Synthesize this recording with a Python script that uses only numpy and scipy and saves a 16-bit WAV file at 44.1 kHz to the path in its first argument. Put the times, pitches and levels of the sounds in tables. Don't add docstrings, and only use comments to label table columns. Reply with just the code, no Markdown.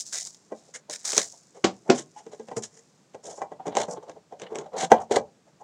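import sys
import numpy as np
from scipy import signal
from scipy.fft import rfft, irfft, next_fast_len
from scipy.io import wavfile
from scipy.ndimage import map_coordinates

SR = 44100
rng = np.random.default_rng(int(sys.argv[2]) if len(sys.argv) > 2 else 0)


def inscribe(sig):
    pcm = np.round(np.clip(np.atleast_2d(sig).T, -1, 1) * 32767)
    wavfile.write(sys.argv[1], SR, pcm.astype(np.int16))


N = 248357

# start in seconds, end of the hold in seconds after the start,
# release t60 in seconds, crinkle level in dB, flutter level in dB, resonance of the stretched sheet in Hz.
WRAP_PULLS = [(-0.01, 0.014, 0.13, -32.5, -47.5, 3100), (0.05, 0.046, 0.26, -45, -67.5, 1500),
              (0.122, 0.039, 0.13, -30.5, -42, 1500), (0.163, 0.019, 0.38, -32.5, -44, 2100),
              (0.252, 0.02, 0.11, -38.5, -56, 1100), (0.544, .15, 0.33, -62, -67.5, 750),
              (0.901, 0.06, 0.044, -36.5, -46.5, 1700), (0.98, 0.094, .1, -54.5, -66, 1750),
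              (1.043, 0.16, 0.21, -32.5, -42.5, 1300), (1.162, 0.041, .33, -29, -37.5, 1750)]
# time in seconds, level in dB.
CREASE_SNAPS = [(0.006, -31), (0.14, -25), (0.157, -28.5), (0.171, -31.5), (0.209, -33), (0.219, -30),
                (0.261, -38), (0.346, -40), (0.898, -27), (0.92, -34), (0.96, -34.5), (1.01, -43),
                (1.088, -30), (1.134, -24), (1.17, -24), (1.179, -8)]
# time in seconds, body level in dB, centre in Hz,
# edge tick level in dB, level of the push on the table in dB.
BOX_TAPS = [(0.52, -28.5, 520, -54.5, -70), (0.896, -38.5, 594, -51, -79), (1.131, -33.5, 513, -28, -60),
            (1.17, -31, 490, -31, -48), (1.179, -28, 400, -14, -46.5), (2.265, -40, 400, -53, -51),
            (2.397, -37.5, 414, -51, -72), (2.485, -40, 660, -48.5, -48), (2.515, -32.5, 620, -51, -48),
            (2.568, -29.5, 440, -43.5, -36), (3.146, -38, 570, -51, -52.5), (3.38, -38.5, 645, -63, -67),
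            (3.417, -28.5, 780, -43.5, -68), (3.518, -35.5, 573, -59, -72), (3.655, -37, 740, -61, -57),
            (3.668, -34, 530, -40, -34.5), (3.68, -30.5, 476, -41.5, -44), (3.752, -29.5, 650, -33, -54),
            (3.769, -17.5, 693, -21.5, -50), (3.802, -27, 590, -33, -47.5), (3.883, -31.5, 600, -61, -37.5),
            (4.096, -39, 560, -46, -62), (4.324, -35, 620, -60, -63.5), (4.398, -47, 484, -42.5, -68.5),
            (4.418, -38.5, 483, -37.5, -47), (4.52, -33, 448, -63, -64), (4.556, -33.5, 500, -33.5, -58),
            (4.586, -33, 492, -34, -60), (4.831, -27, 670, -38, -37), (4.9173, -2, 691, -20, -48),
            (5.111, -16.5, 490, -38.5, -40), (5.165, -14.5, 572, -29, -31)]
# time in seconds, thud level in dB, thud centre in Hz,
# slap level in dB, lead of the first corner in seconds, level of the corner's knock in dB.
BOX_LANDINGS = [(1.6425, -17, 290, -16.5, 0.0031, -21), (1.899, -11, 404, -18, 0.0076, -17.5)]
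# start in seconds, end of the hold in seconds after the start,
# centre in Hz, reference level of the body in dB, edge rasp level in dB, hiss level in dB.
CARD_SLIDES = [(0.674, 0.016, 530, -55.5, -85, -59), (0.737, 0.017, 580, -48.5, -43.5, -37),
               (1.322, 0.014, 750, -54.5, -64.5, -64.5), (1.541, 0.032, 520, -44.5, -60.5, -57),
               (1.846, 0.057, 620, -41.5, -62, -60.5), (1.944, .055, 380, -41.5, -43.5, -36),
               (2.148, .06, 800, -53, -59, -54.5), (2.307, 0.031, 490, -42, -58, -56.5),
               (2.564, 0.0051, 433, -27.5, -48, -31.5), (2.619, 0.025, 674, -48.5, -46, -35),
               (2.709, 0.088, 410, -60, -68, -56), (3.227, 0.1, 578, -42, -59.5, -46.5),
               (3.325, 0.06, 640, -53.5, -83, -50.5), (3.397, 0.047, 760, -39, -75, -66),
               (3.588, 0.019, 735, -39, -61.5, -78), (3.655, .018, 654, -34, -61, -56),
               (3.696, 0.03, 700, -38, -54.5, -72), (3.76, 0.076, 656, -34.5, -43, -43),
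               (3.872, 0.0626, 590, -33.5, -71.5, -42.5), (3.959, 0.016, 444, -33, -58.5, -80.5),
               (4.017, 0.018, 495, -39.5, -64, -62), (4.061, .03, 550, -42, -71, -70),
               (4.146, 0.023, 570, -47, -72, -71), (4.403, 0.066, 490, -41.5, -53, -83),
               (4.487, 0.14, 480, -39, -68, -75), (4.63, 0.036, 613, -42.5, -62.5, -66),
               (4.717, 0.049, 576, -31.5, -56.5, -62), (4.762, 0.079, 610, -32, -37.5, -36.5),
               (4.911, 0.071, 805, -31.5, -53, -67.5), (4.987, 0.032, 750, -34, -63.5, -53),
               (5.106, .063, 520, -29, -36, -38), (5.458, 0.017, 690, -55.5, -72, -70),
               (5.592, 0.022, 734, -47, -76, -66)]
# peak in seconds, rise in seconds, fall in seconds,
# mean pitch in Hz, level in dB.
GLOSS_SQUEAKS = [(1.341, 0.011, 0.02, 920, -59), (1.88, 0.032, .015, 868, -49),
                 (2.171, 0.016, 0.018, 854, -39.5)]
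# nominal frequency in Hz, relative level in dB, t60 in seconds.
BOX_MODES = [(145.2, -18, .06), (223.3, -13.5, 0.19), (282, -7, 0.032), (292, -3, 0.043),
             (431, -0.5, 0.045), (494.8, -4.5, 0.05), (586, -8, 0.055), (660, -6.5, .035),
             (771, 1.5, 0.031), (838, -7.5, 0.036), (898, -10, 0.075), (1056, -8.5, .045),
             (1282, -15, 0.045), (1553, -12.5, 0.046), (1634, -13.5, 0.096), (1974, -9.5, 0.081),
             (2383, -14.5, 0.11), (2950, -20.5, 0.038)]
# nominal frequency in Hz, relative level in dB,
# t60 in seconds.
TABLE_MODES = [(139.4, -9, 0.059), (195, -6.5, 0.13), (248.3, -7.5, 0.085), (328, -2.5, 0.099),
               (408.2, 1.5, 0.042), (500, -4.5, 0.055), (570, -13.5, 0.15), (682, -3, 0.049),
               (770, -8.5, 0.06), (1080, -15.5, 0.22), (1415, -11, 0.11), (1814, -14.5, 0.084),
               (2270, -15, 0.07)]
# frequency in Hz, relative level in dB per Hz.
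CREASE_SPECTRUM = [(1200, -43), (2800, -23), (4000, -10.5), (5300, 0.5), (7000, 3), (8300, -4.5),
                   (10000, -15), (12000, -27.5), (15500, -30)]
FLUTTER_SPECTRUM = [(100, -24.5), (300, -3.5), (700, 5.5), (1200, -8.5), (2100, 1.5), (2800, -4),
                    (3900, 10), (7000, -18), (12000, -42)]
TICK_SPECTRUM = [(200, -17.5), (900, 0.5), (2000, 6.5), (3200, 1.5), (4300, -6.5), (6500, 7.5),
                 (8000, -2.5), (10000, -21), (12500, -36.5), (15500, -43)]
SLAP_SPECTRUM = [(150, -7), (700, 5.5), (1500, -3), (2400, -4.5), (3500, -6.5), (5000, -5.5), (7500, -10),
                 (9500, -34), (13000, -52)]
SCUFF_SPECTRUM = [(90, -20.5), (180, -2.5), (300, -7.5), (450, 1.5), (800, 5.5), (1100, -3), (1600, -16),
                  (3000, -49)]
RASP_SPECTRUM = [(500, -13), (1200, -2.5), (1700, 4.5), (2200, 3.5), (2500, -8.5), (3000, 1), (4200, -4.5),
                 (8000, -39)]
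HISS_SPECTRUM = [(2000, -21.5), (4000, -15.5), (5500, 1.5), (7000, 4), (8300, -5.5), (10000, -15),
                 (12000, -34), (15500, -43)]
HUSH_SPECTRUM = [(25, -18), (60, -11.5), (100, -13), (160, 0), (250, -7.5), (450, -9.5), (800, -15.5),
                 (1300, -19), (3000, -25.5), (5500, -23.5), (7500, -23.5), (9500, -36.5), (12000, -44),
                 (15500, -48)]
# frequency in Hz, t60 in seconds.
ROOM_DECAY = [(100, 0.41), (300, 0.13), (800, 0.22), (2000, 0.048), (6000, 0.096), (12000, 0.053)]

PULL_ATTACK_S = 0.005
FLUTTER_DIES = 0.47
SETTLE_DB, SETTLE_T60_S = -23.5, 1.4
DROPPED_S, UNCRUMPLE_S, UNCRUMPLE_T60_S, UNCRUMPLE_DB = 1.24, 1.61, 1.4, -67
CONTACT_S = 0.0004
SOFTER_DB = 14.5
DENT_DB, DENT_T60_S = -5, 0.018
SLIDE_ATTACK_S, SLIDE_T60_S = 0.014, 0.085
CATCH_DB, EASE_DB = -40, 13
EDGE_HZ, EDGE_RING_DB = 2700, -4
EDGE_SPREAD = 0.5
BRUSH_DB, BRUSH_RASP_DB, BRUSH_HISS_DB = -23, -30, -31.5
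BRUSH_GROWS = 0.62
BRUSH_LEAD_S, BRUSH_LEAD_CONTACTS = 0.01, 8.9
BRUSH_S = 0.0075
MIC_LOW_HZ, TOP_HZ = 97, 15850


def wrap():
    avalanches = amp(2.5 * wobble(rate=250))
    creases = unit(avalanches * colour(grains(rate=2200, spread_db=3.5), CREASE_SPECTRUM))
    shaking = avalanches * colour(grains(rate=4000, spread_db=5), FLUTTER_SPECTRUM)
    out, pull, slack = np.zeros((3, N))
    for start, hold, release, crinkle_db, flutter_db, sheet_hz in WRAP_PULLS:
        resonance = signal.iirpeak(sheet_hz, 3, fs=SR)
        sheet = signal.lfilter(*resonance, shaking) + 0.18 * shaking
        flutter = effort(start, hold, PULL_ATTACK_S, FLUTTER_DIES * release)
        out += amp(flutter_db) * flutter * unit(sheet)
        crinkle = effort(start, hold, PULL_ATTACK_S, release)
        pull = np.maximum(pull, amp(crinkle_db) * crinkle)
        settling = effort(start, hold, PULL_ATTACK_S, SETTLE_T60_S)
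        slack = np.maximum(slack, amp(crinkle_db + SETTLE_DB) * settling)
    dropped = amp(UNCRUMPLE_DB) * effort(DROPPED_S, UNCRUMPLE_S, PULL_ATTACK_S, UNCRUMPLE_T60_S)
    out += np.max([pull, slack, dropped], axis=0) * creases
    return out + snaps()


def snaps():
    out = np.zeros(N)
    for s, db in CREASE_SNAPS:
        crack = opening(burst(CREASE_SPECTRUM, t60=0.01, rise=0.00005), seconds=0.00083)
        flap = opening(burst(FLUTTER_SPECTRUM, t60=0.036, rise=0.0001), seconds=0.005)
        add(out, s, amp(db) * (crack + amp(-17.5) * flap))
    return out


def taps():
    out = np.zeros(N)
    for s, db, centre_hz, tick_db, push_db in BOX_TAPS:
        contact = contact_time(db, tick_db)
        body = ring(BOX_MODES, centre_hz, octaves=0.75, scatter_db=3.0, grip=0.02)
        t = np.arange(len(body)) / SR
        swell = 1 - np.exp(-t / contact)
        softness = signal.butter(2, np.clip(3.6 / contact, 100, SR / 4), fs=SR)
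        softened = signal.lfilter(*softness, body * swell)
        dent = np.sin(2 * np.pi * centre_hz * t) * amp(-60 * t / DENT_T60_S)
        push = ring(TABLE_MODES, centre_hz=150, octaves=0.96, scatter_db=6, grip=0.091)
        tick = burst(TICK_SPECTRUM, t60=0.0086 + 6 * contact, rise=contact / 2)
        add(out, s, amp(db) * opening(softened, seconds=0.0065))
        add(out, s, amp(db + DENT_DB) * opening(dent * swell, seconds=0.006))
        add(out, s, amp(push_db) * opening(push * swell, seconds=0.015))
        add(out, s, amp(tick_db) * opening(tick, seconds=0.0028))
    return out


def contact_time(db, tick_db):
    return CONTACT_S * 2 ** ((db - tick_db) / SOFTER_DB)


def landings():
    out = np.zeros(N)
    t = np.arange(SR // 4) / SR
    for s, db, centre_hz, slap_db, lead, corner_db in BOX_LANDINGS:
        slap = burst(SLAP_SPECTRUM, t60=0.041, rise=0.00031)
        hits = grains(rate=3800, spread_db=1)[:len(t)]
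        rattle = colour(hits * amp(-60 * t / 0.15), SLAP_SPECTRUM)
        add(out, s - lead, amp(corner_db) * thud(centre_hz / 2))
        add(out, s, amp(db) * thud(centre_hz))
        add(out, s, amp(slap_db) * opening(slap, seconds=0.005))
        add(out, s, amp(slap_db - 10.0) * opening(rattle, seconds=0.032))
    return out


def thud(centre_hz):
    return opening(ring(TABLE_MODES, centre_hz, octaves=1.33, scatter_db=2.5, grip=0.01), seconds=0.013)


def strokes():
    slips = unit(grains(rate=830, spread_db=2.5))
    catch = amp(3.7 * wobble(rate=160))
    scuff = unit(colour(grains(rate=1200, spread_db=0.5), SCUFF_SPECTRUM))
    edge = unit(catch * colour(grains(rate=3700, spread_db=2.5), RASP_SPECTRUM))
    gloss = unit(catch * colour(grains(rate=24000, spread_db=2.5), HISS_SPECTRUM))
    out = np.zeros(N)
    for start, hold, centre_hz, body_db, rasp_db, hiss_db in CARD_SLIDES + brushes():
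        first = round(start * SR)
        span = slice(first, first + SR // 3)
        attack = min(hold, SLIDE_ATTACK_S * 2 ** ((CATCH_DB - rasp_db) / EASE_DB))
        speed = effort(start, hold, attack, SLIDE_T60_S)[span]
        panel = ring(BOX_MODES, centre_hz, octaves=0.28, scatter_db=3.0, grip=0.032)
        drumming = signal.fftconvolve(speed * slips[span], panel / np.linalg.norm(panel))
        add(out, start, amp(body_db - 0.5) * drumming)
        edge_hz = EDGE_HZ * np.exp(EDGE_SPREAD * rng.uniform(-0.78, 1))
        edge_ring = unit(signal.lfilter(*signal.iirpeak(edge_hz, 4, fs=SR), edge[span]))
        rasp = unit(edge[span] + amp(EDGE_RING_DB) * edge_ring)
        surface = amp(body_db - 7.0) * scuff[span] + amp(rasp_db) * rasp + amp(hiss_db) * gloss[span]
        add(out, start, speed * surface)
    return out


def brushes():
    rows = []
    for s, db, centre_hz, tick_db, _ in BOX_TAPS:
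        lead = BRUSH_LEAD_S + BRUSH_LEAD_CONTACTS * contact_time(db, tick_db)
        body_db = BRUSH_DB + BRUSH_GROWS * db
        rasp_db = BRUSH_RASP_DB + BRUSH_GROWS * tick_db
        hiss_db = BRUSH_HISS_DB + BRUSH_GROWS * tick_db
        rows.append((s - lead, lead + BRUSH_S, centre_hz, body_db, rasp_db, hiss_db))
    return rows


def squeaks():
    out = np.zeros(N)
    for peak, rise, fall, hz, db in GLOSS_SQUEAKS:
        phase = 2 * np.pi * np.cumsum(hz * (1 + 0.015 * wobble(rate=99))) / SR
        note = unit(amp(3 * wobble(rate=360)) * np.sin(phase))
        out += amp(db) * gesture(peak, rise, fall, power=1.5) * note
    return out


def room(x, wet_db):
    out = np.zeros(N)
    for piece in np.array_split(np.arange(N), 16):
        hz, t, z = signal.stft(rng.standard_normal(SR // 3), SR, nperseg=256)
        decay = amp(-60 * t / along(ROOM_DECAY, hz)[:, None])
        tail = signal.istft(z * decay, SR, nperseg=256)[1]
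        echo = signal.fftconvolve(x[piece], tail / np.linalg.norm(tail))
        add(out, piece[0] / SR + 0.004, echo)
    return x + amp(wet_db) * out


def hush():
    noise = unit(colour(rng.standard_normal(N), HUSH_SPECTRUM))
    return amp(-63.0 + 0.34 * wobble(rate=5.9)) * noise


def ring(modes, centre_hz, octaves, scatter_db, grip):
    t = np.arange(SR // 5) / SR
    hz, db, t60 = np.transpose(modes)[:, :, None]
    hz = hz * np.exp(grip * rng.standard_normal(hz.shape))
    reach = 1 / (1 + (np.log2(hz / centre_hz) / octaves) ** 2)
    strength = reach * amp(db + scatter_db * rng.standard_normal(hz.shape))
    sign = (-1) ** np.arange(len(hz))[:, None]
    return np.sum(sign * strength * amp(-60 * t / t60) * np.sin(2 * np.pi * hz * t), axis=0)


def burst(spectrum, t60, rise):
    t = np.arange(SR // 8) / SR
    envelope = amp(-60 * t / t60) * (1 - np.exp(-t / rise))
    return colour(rng.standard_normal(len(t)) * envelope, spectrum)


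def grains(rate, spread_db):
    sizes = amp(spread_db * np.minimum(rng.standard_exponential(N), 4))
    return (rng.random(N) < rate / SR) * sizes * rng.choice([-1, 1], N)


def effort(start, hold, attack, t60):
    t = np.arange(N) / SR - start
    return np.clip(t / attack, 0, 1) * amp(-60 * np.clip((t - hold) / t60, 0, 2))


def gesture(peak, rise, fall, power):
    return np.interp(np.arange(N) / SR, [peak - rise, peak, peak + fall], [0, 1, 0]) ** power


def wobble(rate):
    knots = rng.standard_normal(int(N * rate / SR) + 4)
    return map_coordinates(knots, [np.arange(N) * rate / SR])


def colour(x, spectrum):
    m = 2 * next_fast_len(len(x) // 2 + 4096)
    cepstrum = irfft(np.log(amp(along(spectrum, np.fft.rfftfreq(m, 1 / SR)))))
    cepstrum[1:m // 2] *= 2
    cepstrum[m // 2 + 1:] = 0
    return irfft(rfft(x, m) * np.exp(rfft(cepstrum)), m)[:len(x)]


def along(points, hz):
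    f, v = np.transpose(points)
    return np.interp(np.log(hz + 1), np.log(f), v)


def amp(db):
    return 10 ** (np.asarray(db) / 20)


def unit(x):
    return x / np.sqrt(np.mean(x ** 2) + 1e-20)


def opening(x, seconds):
    return x / np.sqrt(np.sum(x ** 2) / (seconds * SR))


def add(track, s, sound):
    part = track[max(round(s * SR), 0):][:len(sound)]
    part += sound[:len(part)]


def scene():
    blows = room(taps(), wet_db=-11.5) + room(landings(), wet_db=-11.5)
    rubbing = room(wrap(), wet_db=-11.5) + room(strokes() + squeaks(), wet_db=-14)
    return (blows + rubbing + hush())[None]


def record(dry):
    highpass = signal.butter(3, MIC_LOW_HZ, "highpass", fs=SR, output="sos")
    thin = signal.sosfilt(highpass, dry)
    m = next_fast_len(N + SR // 2)
    hz = np.fft.rfftfreq(m, 1 / SR)
    return irfft(rfft(np.clip(thin, -1, 1), m) * (hz < TOP_HZ), m)[:, :N]


dry = scene()
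out = record(dry)
inscribe(out)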